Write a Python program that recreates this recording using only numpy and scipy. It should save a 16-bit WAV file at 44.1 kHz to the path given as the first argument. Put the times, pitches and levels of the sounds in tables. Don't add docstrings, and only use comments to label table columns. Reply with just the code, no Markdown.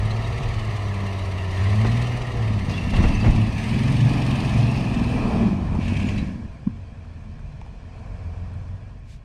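import sys
import numpy as np
from scipy import signal
from scipy.fft import rfft, irfft, next_fast_len
from scipy.io import wavfile
from scipy.ndimage import uniform_filter1d, map_coordinates

SR = 44100
rng = np.random.default_rng(int(sys.argv[2]) if len(sys.argv) > 2 else 0)


def to_wav(s):
    ch = np.atleast_2d(s).T
    pcm = np.round(np.clip(ch, -1, 1) * 32767)
    wavfile.write(sys.argv[1], SR, pcm.astype(np.int16))


N = 407484


def amp(db):
    return 10 ** (np.asarray(db) / 20)


def unit(x):
    return x / np.sqrt(np.mean(x ** 2) + 1e-20)


def clock():
    return np.arange(N) / SR


def curves(rows):
    times, *columns = np.transpose(rows)
    return [np.interp(clock(), times, column) for column in columns]


def wobble(rate_hz):
    size = int(N * rate_hz / SR) + 4
    steps = np.arange(size * 10) / 10
    smooth = map_coordinates(rng.standard_normal(size), [steps], mode="nearest")
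    return np.interp(clock() * rate_hz, steps, smooth)


def noise():
    return rng.standard_normal(N)


def grains(per_second, spread_db):
    return unit((rng.random(N) < per_second / SR) * noise() * amp(spread_db * np.clip(noise(), -2, 2)))


def filtered(x, gain_at):
    size = next_fast_len(N + 8192)
    return irfft(rfft(x, size) * gain_at(np.fft.rfftfreq(size, 1 / SR)), size)[:N]


def colour(x, points):
    pitch_hz, level_db = np.transpose(points)
    return unit(filtered(x, lambda hz: amp(
        np.interp(np.log(hz + 1), np.log(pitch_hz), level_db, left=-120, right=-120))))


def strike(start_s, rise_s, decay_s):
    age = np.maximum(clock() - start_s, 0)
    return (1 - np.exp(-age / rise_s)) * amp(np.maximum(-60 * age / decay_s, -200))


def held(start_s, end_s, rise_s, fall_s):
    t = clock()
    return np.clip(np.minimum((t - start_s) / rise_s, 1 - (t - end_s) / fall_s), 0, 1)


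def singing(track, width_hz):
    hz, db = curves(track)
    phase = 2 * np.pi * np.cumsum(hz) / SR
    sounding = (clock() > track[0][0]) & (clock() < track[-1][0])
    return sounding * amp(db) * unit(wobble(width_hz) * np.sin(phase) + wobble(width_hz) * np.cos(phase))


def once_per(turns, sharpness):
    return np.exp(sharpness * (np.cos(2 * np.pi * turns) - 1))


def resonance(hz, centre_hz, width_hz):
    return 1 / (1 + ((hz - centre_hz) / width_hz) ** 2)


# time_s, level_db
WIND_LEVELS = [(0, -25), (1.1, -34.5), (2, -33), (2.5, -32), (3.25, -26.5), (3.6, -29.5), (6.2, -27),
               (6.9, -44.5), (7.2, -44.5), (7.5, -36), (7.9, -45), (8.5, -39.5), (9.24, -44.5)]
def wind(gust_db=1.5):
    rumble = colour(noise(), [(14, -30), (27, -13), (40, -15), (60, -12), (90, -14), (160, -17.5)])
    return amp(curves(WIND_LEVELS)[0]) * rumble * amp(gust_db * wobble(8.2))


# time_s, level_db, pitch_hz, width_s
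MIC_THUMPS = [(6.6748, -9, 205, .0028), (7.29, -39, 212, .022), (8.44, -39, 190, .014)]
def mic_thumps(shake_db=-20, knock_db=-30):
    out = np.zeros(N)
    mount = colour(noise(), [(70, -8), (118, 11), (165, -12), (230, 12), (300, -12), (380, -34)])
    for time_s, db, hz, width_s in MIC_THUMPS:
        t = clock() - time_s
        blow = 1 / np.cosh(np.clip(t / width_s, -20, 20))
        swing = -np.sin(2 * np.pi * hz * t)
        knock = amp(knock_db) * blow * np.sin(2 * np.pi * 1050 * t)
        shake = amp(shake_db) * mount * strike(time_s, 0.0036, 0.35)
        out += amp(db) * (blow * (swing + knock) + shake)
    return out


# time_s, level_db, width_s
FAINT_SWISH = (9.120, -57, 0.034)
def swish():
    time_s, db, width_s = FAINT_SWISH
    swell = np.exp(-.5 * ((clock() - time_s) / width_s) ** 2)
    return amp(db) * swell * colour(noise(), [(1500, 6), (3000, 6), (7000, 0), (10000, -9), (15000, -24)])


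# start_s, level_db, pitch_hz, decay_s
METAL_CLINKS = [(0.104, -27, 4100, 0.066), (0.242, -31, 3750, 0.072), (1.072, -26, 2750, 0.057),
                (1.383, -26, 2760, 0.057), (2.735, -27, 3380, 0.089), (2.778, -18.5, 2700, 0.063),
                (3.15, -27.5, 6150, 0.043), (3.208, -26, 4700, 0.048), (3.362, -36, 5160, 0.058),
                (6.068, -41, 6800, .1), (6.178, -36, 3930, .13)]
def metal_clinks(rattle=0.45, tick_db=-14):
    tick = amp(tick_db) * colour(noise(), [(600, -2), (2500, 3), (5000, 0), (12000, -27)])
    buzz = 2 * rattle * wobble(300)
    out = np.zeros(N)
    for start_s, db, hz, decay_s in METAL_CLINKS:
        ring = strike(start_s, 0.007, decay_s) * np.sin(2 * np.pi * hz * clock() + buzz)
        out += amp(db) * (ring + strike(start_s, 0.00065, 0.012) * tick)
    return out


# start_s, level_db, pitch_hz
AXLE_CLACKS = [(5.7525, -22.5, 890), (7.6151, -30.5, 890), (7.664, -35, 810), (8.896, -42, 900)]
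def axle_clacks(decay_s=0.02, tick_db=-10):
    tick = amp(tick_db) * colour(noise(), [(1200, -17), (2500, 3), (3200, -9), (5000, -14), (10000, -19)])
    out = np.zeros(N)
    for start_s, db, hz in AXLE_CLACKS:
        ring = strike(start_s, 0.00076, decay_s) * np.sin(2 * np.pi * hz * (clock() - start_s))
        out += amp(db) * (ring + strike(start_s - .001, 0.00048, 0.0076) * tick)
    return out


# time_s, level_db, extra_thud_db
BODY_BUMPS = [(1.85, -18, -4), (2.939, -18.5, 5.5), (2.985, -22, 9.5), (3.041, -16, -0.5), (3.089, -41, 16),
              (3.246, -18, 1), (3.264, -19, 5)]
def body_bumps(crash_db=-8, thud_db=-3):
    crash = colour(noise(), [(250, 10), (450, 5.5), (1000, 1.5), (1500, -7.5), (2000, -3),
                             (3500, -16), (8000, -31)])
    thud = colour(noise(), [(25, 4), (42, 2.5), (70, -0.5), (100, -8), (170, -8.5), (350, -18.5)])
    out = np.zeros(N)
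    for time_s, db, extra_thud_db in BODY_BUMPS:
        out += amp(db + crash_db) * crash * strike(time_s - .004, 0.0009, 0.16)
        out += amp(db + extra_thud_db + thud_db) * thud * strike(time_s - .004, 0.0079, 0.51)
    return out


def snow_crunch(gain_db=-8):
    cracks = grains(70, 1.2) ** 2
    crack_shape = np.hanning(SR // 70)
    bursts = np.sqrt(abs(signal.fftconvolve(cracks, crack_shape)[:N])) * noise()
    return amp(gain_db) * colour(bursts, [(400, -14), (650, -7), (800, -9), (1100, 17), (1600, 9),
                                          (2400, -6), (3500, -20), (6000, -10), (10000, -14), (15000, -41)])


# start_s, level_db, rise_s, decay_s, grit_share (0 coarse ice, 1 fine grit)
ICE_SPURTS = [(2.689, -31, 0.012, 0.22, 0.63), (4.56, -36, .03, 0.33, .9), (4.72, -32, 0.043, 0.41, 0.74),
              (5.88, -26.5, 0.0017, 0.044, 0.19), (5.932, -30.5, .002, 0.044, 0),
              (5.966, -26.5, 0.0018, 0.046, 0.2), (5.996, -30, .002, 0.086, 0),
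              (6.025, -35, .002, 0.046, 0), (6.086, -29, 0.0017, 0.11, 0.26),
              (6.176, -33, .002, 0.11, 0.26)]
def ice_spurts():
    ice = colour(grains(6000, 1.6), [(900, -19), (1900, 0), (2550, 12), (3300, 0.5), (4500, -12),
                                     (9000, -14.5), (12000, -40), (15700, -49)])
    grit = colour(grains(1800, 3), [(1200, -15), (2000, 6), (3200, -2), (4900, 2.5), (6600, -9),
                                    (7800, -20), (10000, -19.5), (15700, -39)])
    return sum(amp(db) * strike(start_s, rise_s, decay_s) * (share * grit + (1 - share) * ice)
               for start_s, db, rise_s, decay_s, share in ICE_SPURTS)


# time_s, pitch_hz, level_db
TREAD_NOTE = [(5.098, 266.5, -33.5), (5.299, 237.2, -27.5), (5.49, 185.3, -24), (5.56, 161.5, -30),
              (5.66, 136, -31), (5.76, 115, -52)]
def tread_drumming(overtone_ratio=1.8, overtone_db=-8):
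    overtone = [(time_s, overtone_ratio * hz, db + overtone_db) for time_s, hz, db in TREAD_NOTE]
    return singing(TREAD_NOTE, width_hz=50) + singing(overtone, width_hz=150)


# start_s, end_s, snow_db, dirt_db, pitch_hz, whine_db, width_hz, glide_hz_per_s
WHEEL_SPINS = [(1.456, 1.993, -39, -53, 2640, -52, 349, 3.5),
               (2.169, 2.22, -60, -60, 1904, -43, 139.7, -300),
               (2.62, 2.853, -40, -36.5, 2730, -48, 152, -10),
               (2.867, 3.083, -37, -32.5, 2773, -40, 210.8, -450),
               (3.112, 3.42, -39.5, -35.5, 2656, -44, 257.6, -150),
               (3.498, 4.013, -37.5, -39, 2390, -44.5, 331, 149),
               (4.001, 4.593, -37.5, -32.5, 2440, -43, 280.5, 218.5),
               (4.547, 5.146, -40.5, -34, 2672, -42.5, 400.7, -300),
               (5.097, 5.384, -41.5, -29, 2530, -44.5, 332.3, -250),
               (5.484, 5.767, -50.5, -36.5, 2430, -58, 352, -2),
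               (5.744, 6.084, -41.5, -38.5, 2536, -43.5, 600, -150),
               (7.87, 8.378, -59, -53.5, 2397, -65, 600, -2.5)]
def wheelspin(full_slip=0.37, break_loose_s=0.096, run_down_s=0.29):
    slip, snow, dirt, whine = np.zeros((4, N))
    for start_s, end_s, snow_db, dirt_db, hz, whine_db, width_hz, glide in WHEEL_SPINS:
        spin = held(start_s, end_s, break_loose_s, run_down_s)
        slip = np.maximum(slip, full_slip * spin)
        snow = np.maximum(snow, amp(snow_db) * spin)
        dirt = np.maximum(dirt, amp(dirt_db) * spin)
        whine += spin * singing([(start_s, hz, whine_db), (start_s + 1, hz + glide, whine_db)], width_hz)
    return slip, snow, dirt, whine


def snow_squeak(x, depth_db):
    bands = signal.stft(x, nperseg=1024)[2]
    patches = uniform_filter1d(rng.standard_normal(bands.shape), size=4, axis=0)
    patches = uniform_filter1d(patches, size=3, axis=1)
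    return signal.istft(bands * amp(depth_db * unit(patches)), nperseg=1024)[1][:N]


def clatter(cycle, size=4096):
    return unit(np.interp(cycle % 1, np.arange(size) / size, rng.standard_normal(size)))


# time_s, view (0 front, 1 side, 2 behind)
TRUCK_VIEW = [(0, 0.0068), (2.5, 0.093), (3.3, 0.6), (5.4, 1.28), (6.2, 1.7), (6.5, 2.095), (9.24, 2)]
def turning(x, tones):
    view, = curves(TRUCK_VIEW)
    return sum(np.clip(1 - abs(view - i), 0, 1) * colour(x, tone) for i, tone in enumerate(tones))


# pitch_hz, level_db
FRONT_HISS = [(880, -39), (1500, -12), (1840, 4.5), (2520, -3), (2810, -1), (3350, -9), (3620, -7.5),
              (4720, -10), (5210, -17), (5860, -14), (7270, -23), (8850, -21.5), (11100, -34),
              (12500, -33.5), (15600, -45)]
SIDE_HISS = [(900, -26), (1450, -11), (1720, 0.5), (2150, -3.5), (2500, -2), (3000, -4), (3700, -9.5),
             (4700, -11), (6700, -19), (7600, -24.5), (9000, -19), (11100, -37.5), (12400, -33),
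             (15600, -45)]
REAR_HISS = [(850, -28), (1450, -10), (1650, 4.5), (2070, -4.5), (2360, 4), (2820, -5.5), (3410, -6),
             (3730, -12), (4080, -8), (5950, -12.5), (7190, -18), (8600, -19), (10800, -30), (13100, -43),
             (15600, -44)]
def hiss(cycle, leak, slip, valves=0.76, spray=0.61, chuff=1.2):
    snow = spray * (slip + 0.27) * grains(3000, 3.9) * amp(0.61 * wobble(25))
    mix = noise() + valves * (1 - slip) * clatter(cycle) + snow
    mix /= np.sqrt(1 + (spray * (slip + 0.33)) ** 2)
    puff = colour(noise(), [(1500, -19), (2500, 2.5), (4000, 1), (9000, 4.5), (15700, -2)])
    puff *= chuff * (1 - slip / 2) * leak * once_per(cycle, 2.6) * amp(2 * wobble(18))
    return turning(snow_squeak(mix + puff, depth_db=2), [FRONT_HISS, SIDE_HISS, REAR_HISS])


# pitch_hz, level_db
FRONT_ROAR = [(180, -17), (300, 0), (328, -7), (387, 1), (520, -3.5), (675, 2), (876, -5), (978, -0.5),
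              (1310, -5), (1460, -17), (1550, -41), (2020, -51), (3410, -120)]
SIDE_ROAR = [(200, -21), (300, 3.5), (380, -4.5), (500, -9.5), (670, -1.5), (850, -5.5), (1040, -6),
             (1260, -11), (1460, -25), (1600, -43), (2100, -49)]
REAR_ROAR = [(180, -42), (300, -11), (376, -5.5), (441, -3), (506, -5), (652, -1.5), (835, -8.5),
             (1080, -5.5), (1170, -14), (1550, -16), (2020, -49), (3410, -120)]
def engine_roar(cycle, load, throb=0.69, dirt=0.3):
    air = unit(noise() * (1 + throb * once_per(cycle * len(CYLINDER_STRENGTHS), 1.4)))
    parts = 1.15 * (1 - 0.7 * load) * clatter(cycle)
    clods = dirt * load * grains(350, 4.1)
    return turning(unit(air + parts + clods), [FRONT_ROAR, SIDE_ROAR, REAR_ROAR])


CYLINDER_STRENGTHS = [1.34, 0.7, 1.63, 0.68, 1.3, 1.05]
# pitch_hz, level_db
PIPE_TONE = [(30, -27), (60, -24.5), (100, -7.5), (130, -8.5), (160, -3.5), (205, 0), (255, -4),
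             (320, -13.5), (420, -28), (700, -47)]
def exhaust_burble(cycle, idle, scatter=0.46, jitter_s=0.00054, steady_share=.7, gas=0.7, idle_db=-6):
    cylinders = len(CYLINDER_STRENGTHS)
    count = np.floor(cycle * cylinders).astype(int)
    fires_at = np.flatnonzero(np.diff(count))
    size_luck, time_luck = rng.standard_normal((len(fires_at), 2)).T
    size = np.take(CYLINDER_STRENGTHS, count[fires_at] % cylinders) * (1 + scatter * size_luck)
    size *= np.sqrt(np.gradient(fires_at))
    size -= steady_share * uniform_filter1d(size, 6)
    fires_at = np.clip(fires_at + (jitter_s * SR * time_luck).astype(int), 0, N - 1)
    pulses = unit(np.bincount(fires_at, size, N))
    flow = (1 - 0.9 * idle) * pulses + gas * (1 + idle) * noise()
    return amp(idle_db * idle) * colour(flow, PIPE_TONE)


# order (waves per engine cycle), light_load_db, full_load_db, idle_db,
# racing_extra_db
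ENGINE_TONES = [(3, -15, -16, -11, 5), (4, -26, -22, -18, 3), (5, -11, -9, -20, 10.5),
                (6, 1.5, 1.5, -1, -2), (7, -19, -13, -14, 0), (8, -27, -16, -17, 10), (9, -34, -9, -7, 2),
                (10, -30, -9, -15, 1), (11, -32, -10, -11, 0), (12, -16, -11, 2, -8), (15, -28, -28, -5, 0),
                (18, -26, -26, -9, 0), (20, -28, -38, -26, 0), (21, -33, -28, -13, 0),
                (24, -29, -31, -13, 0), (25, -29, -34, -28, 0), (30, -31, -30, -28, 0),
                (38, -34, -32, -36, 0), (45, -34, -33, -36, 0), (51, -33, -33, -36, 0)]
# pitch_hz, width_hz, even_db (multiples of the firing rate), uneven_db (the rest)
PIPE_RESONANCES = [(64, 4, -6, -5), (222, 14, 1.5, -5)]
# pitch_hz, width_hz, boost_db
BAY_RESONANCES = [(390.5, 20, 7.3), (481, 14, 4.7), (720, 62, 3.3), (946, 18, 8.7)]
def engine_drone(cycle, firing_hz, load, idle, tone_db, pipe_db, roar_db, drift=0.062):
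    out = np.zeros(N)
    cylinders = len(CYLINDER_STRENGTHS)
    racing = load * np.interp(firing_hz, (120, 138), (0, 1))
    unrest = 0.64 + 0.36 * np.maximum(load, idle / 2)
    for order, light_db, full_db, idle_db, racing_db in ENGINE_TONES:
        order = round(order)
        hz = order * firing_hz / cylinders
        db = (1 - idle) * (light_db + (full_db - light_db) * load) + idle * idle_db + racing_db * racing
        bay_db = sum(boost * resonance(hz, centre, width) for centre, width, boost in BAY_RESONANCES)
        db += tone_db if order < 18 else roar_db + 11 + bay_db
        ring = sum(amp(uneven_db if order % cylinders else even_db) * resonance(hz, centre, width)
                   for centre, width, even_db, uneven_db in PIPE_RESONANCES)
        blare = load * (1 - idle) * amp(pipe_db) * ring
        if order == cylinders:
            waver_db = (0.5 + 2.7 * (load + idle)) * wobble(19)
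            stray = load
        else:
            waver_db = 3 * unrest * wobble(19) + 2.5 * wobble(5)
            stray = unrest * np.sqrt(order / cylinders)
        turns = order * cycle + drift * stray * wobble(14) + rng.random()
        out += np.hypot(amp(db), blare) * amp(waver_db) * np.sin(2 * np.pi * turns)
    return np.sqrt(2) * amp(-0.5) * out


# base_db, full_throttle_db, speed_doubling_db, full_load_db
PIPE_LOUDNESS = (-43, 1, 3, 16)
# base_db, full_throttle_db, speed_doubling_db, quarter_turn_away_db
DRONE_LOUDNESS = (-31, 12, 4, -4.5)
ROAR_LOUDNESS = (-39, 3, 6.5, -4)
HISS_LOUDNESS = (-41.5, 0.5, 4.5, -6)
def engine_levels(throttle, firing_hz, load, view, cruise_hz=100, fade_start_s=8.62, fade_db_per_s=12):
    doublings = np.log2(firing_hz / cruise_hz)
    fade_db = fade_db_per_s * np.maximum(clock() - fade_start_s, 0)
    layers = [(PIPE_LOUDNESS, load), (DRONE_LOUDNESS, view), (ROAR_LOUDNESS, view), (HISS_LOUDNESS, view)]
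    return [base_db + throttle_db * throttle + speed_db * doublings + control_db * control - fade_db
            for (base_db, throttle_db, speed_db, control_db), control in layers]


# time_s, firing_hz
ENGINE_SPEED = [(0, 103), (.25, 113), (.5, 113), (.66, 106), (.85, 100), (1.55, 91.5), (1.75, 104),
                (1.97, 120), (2.25, 122), (2.45, 110), (2.75, 94), (2.98, 96), (3.3, 115), (3.58, 103),
                (3.78, 127), (3.95, 143), (4.14, 143), (4.35, 127), (4.62, 139), (5, 124), (5.35, 119),
                (5.52, 102), (5.72, 85), (5.9, 93), (6.08, 100), (6.25, 100), (6.42, 76), (6.62, 48),
                (7.2, 41), (7.9, 43), (8.12, 45.6), (8.3, 42.4), (8.93, 46.5), (9.08, 38)]
# down_s, up_s, depth (0 to 1)
PEDAL_PRESSES = [(-.1, 0.065, 0.5), (0.563, 1.516, 0.38), (1.5, 1.927, 0.95), (2.32, 2.573, 0.59),
                 (2.7, 3.05, 0.25), (3.076, 3.396, 0.83), (3.59, 4.31, 0.77), (4.43, 4.684, 0.76),
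                 (4.7, 5.418, 0.7), (5.585, 6.2, 0.66), (7.887, 8.3, 0.36), (8.25, 8.8, 0.5)]
# time_s, load (0 to 1)
ENGINE_LOAD = [(0, 0.02), (1.72, 0), (1.9, 0.45), (2.25, 0.1), (2.7, 0.78), (3.05, 0.84), (3.8, 0.76),
               (5, 0.93), (5.45, 0.96), (5.7, 0.85), (6.24, 0.94), (6.55, 0.26)]
def driving(flywheel_s=.13, open_s=0.11, close_s=0.3):
    firing_hz = uniform_filter1d(curves(ENGINE_SPEED)[0], int(flywheel_s * SR))
    presses = [depth * held(down_s, up_s, open_s, close_s) for down_s, up_s, depth in PEDAL_PRESSES]
    return firing_hz, np.max(presses, axis=0), np.clip(curves(ENGINE_LOAD)[0], 0, 1)


def scene():
    firing_hz, throttle, load = driving()
    cycle = np.cumsum(firing_hz) / SR / len(CYLINDER_STRENGTHS)
    idle = np.clip((72 - firing_hz) / 22, 0, 1)
    view, = curves(TRUCK_VIEW)
    pipe_db, tone_db, roar_db, hiss_db = engine_levels(throttle, firing_hz, load, view)
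    leak = np.clip((1.27 - view) / 0.14, .1, 1)
    slip, snow, dirt, whine = wheelspin()
    engine = engine_drone(cycle, firing_hz, load, idle, tone_db, pipe_db, roar_db)
    engine += amp(pipe_db - 1) * exhaust_burble(cycle, idle)
    rush = np.hypot(amp(roar_db), dirt) * engine_roar(cycle, load)
    rush += np.hypot(amp(hiss_db), snow) * hiss(cycle, leak, slip)
    tyres = whine + amp(hiss_db) * idle * snow_crunch() + tread_drumming() + ice_spurts()
    body = body_bumps() + metal_clinks() + axle_clacks()
    mono = engine + rush + tyres + body + wind() + mic_thumps() + swish()
    return np.array([mono, mono])


def record(dry, top_hz=15750):
    return np.array([filtered(channel, lambda hz: hz < top_hz) for channel in dry])


dry = scene()
out = record(dry)
to_wav(out)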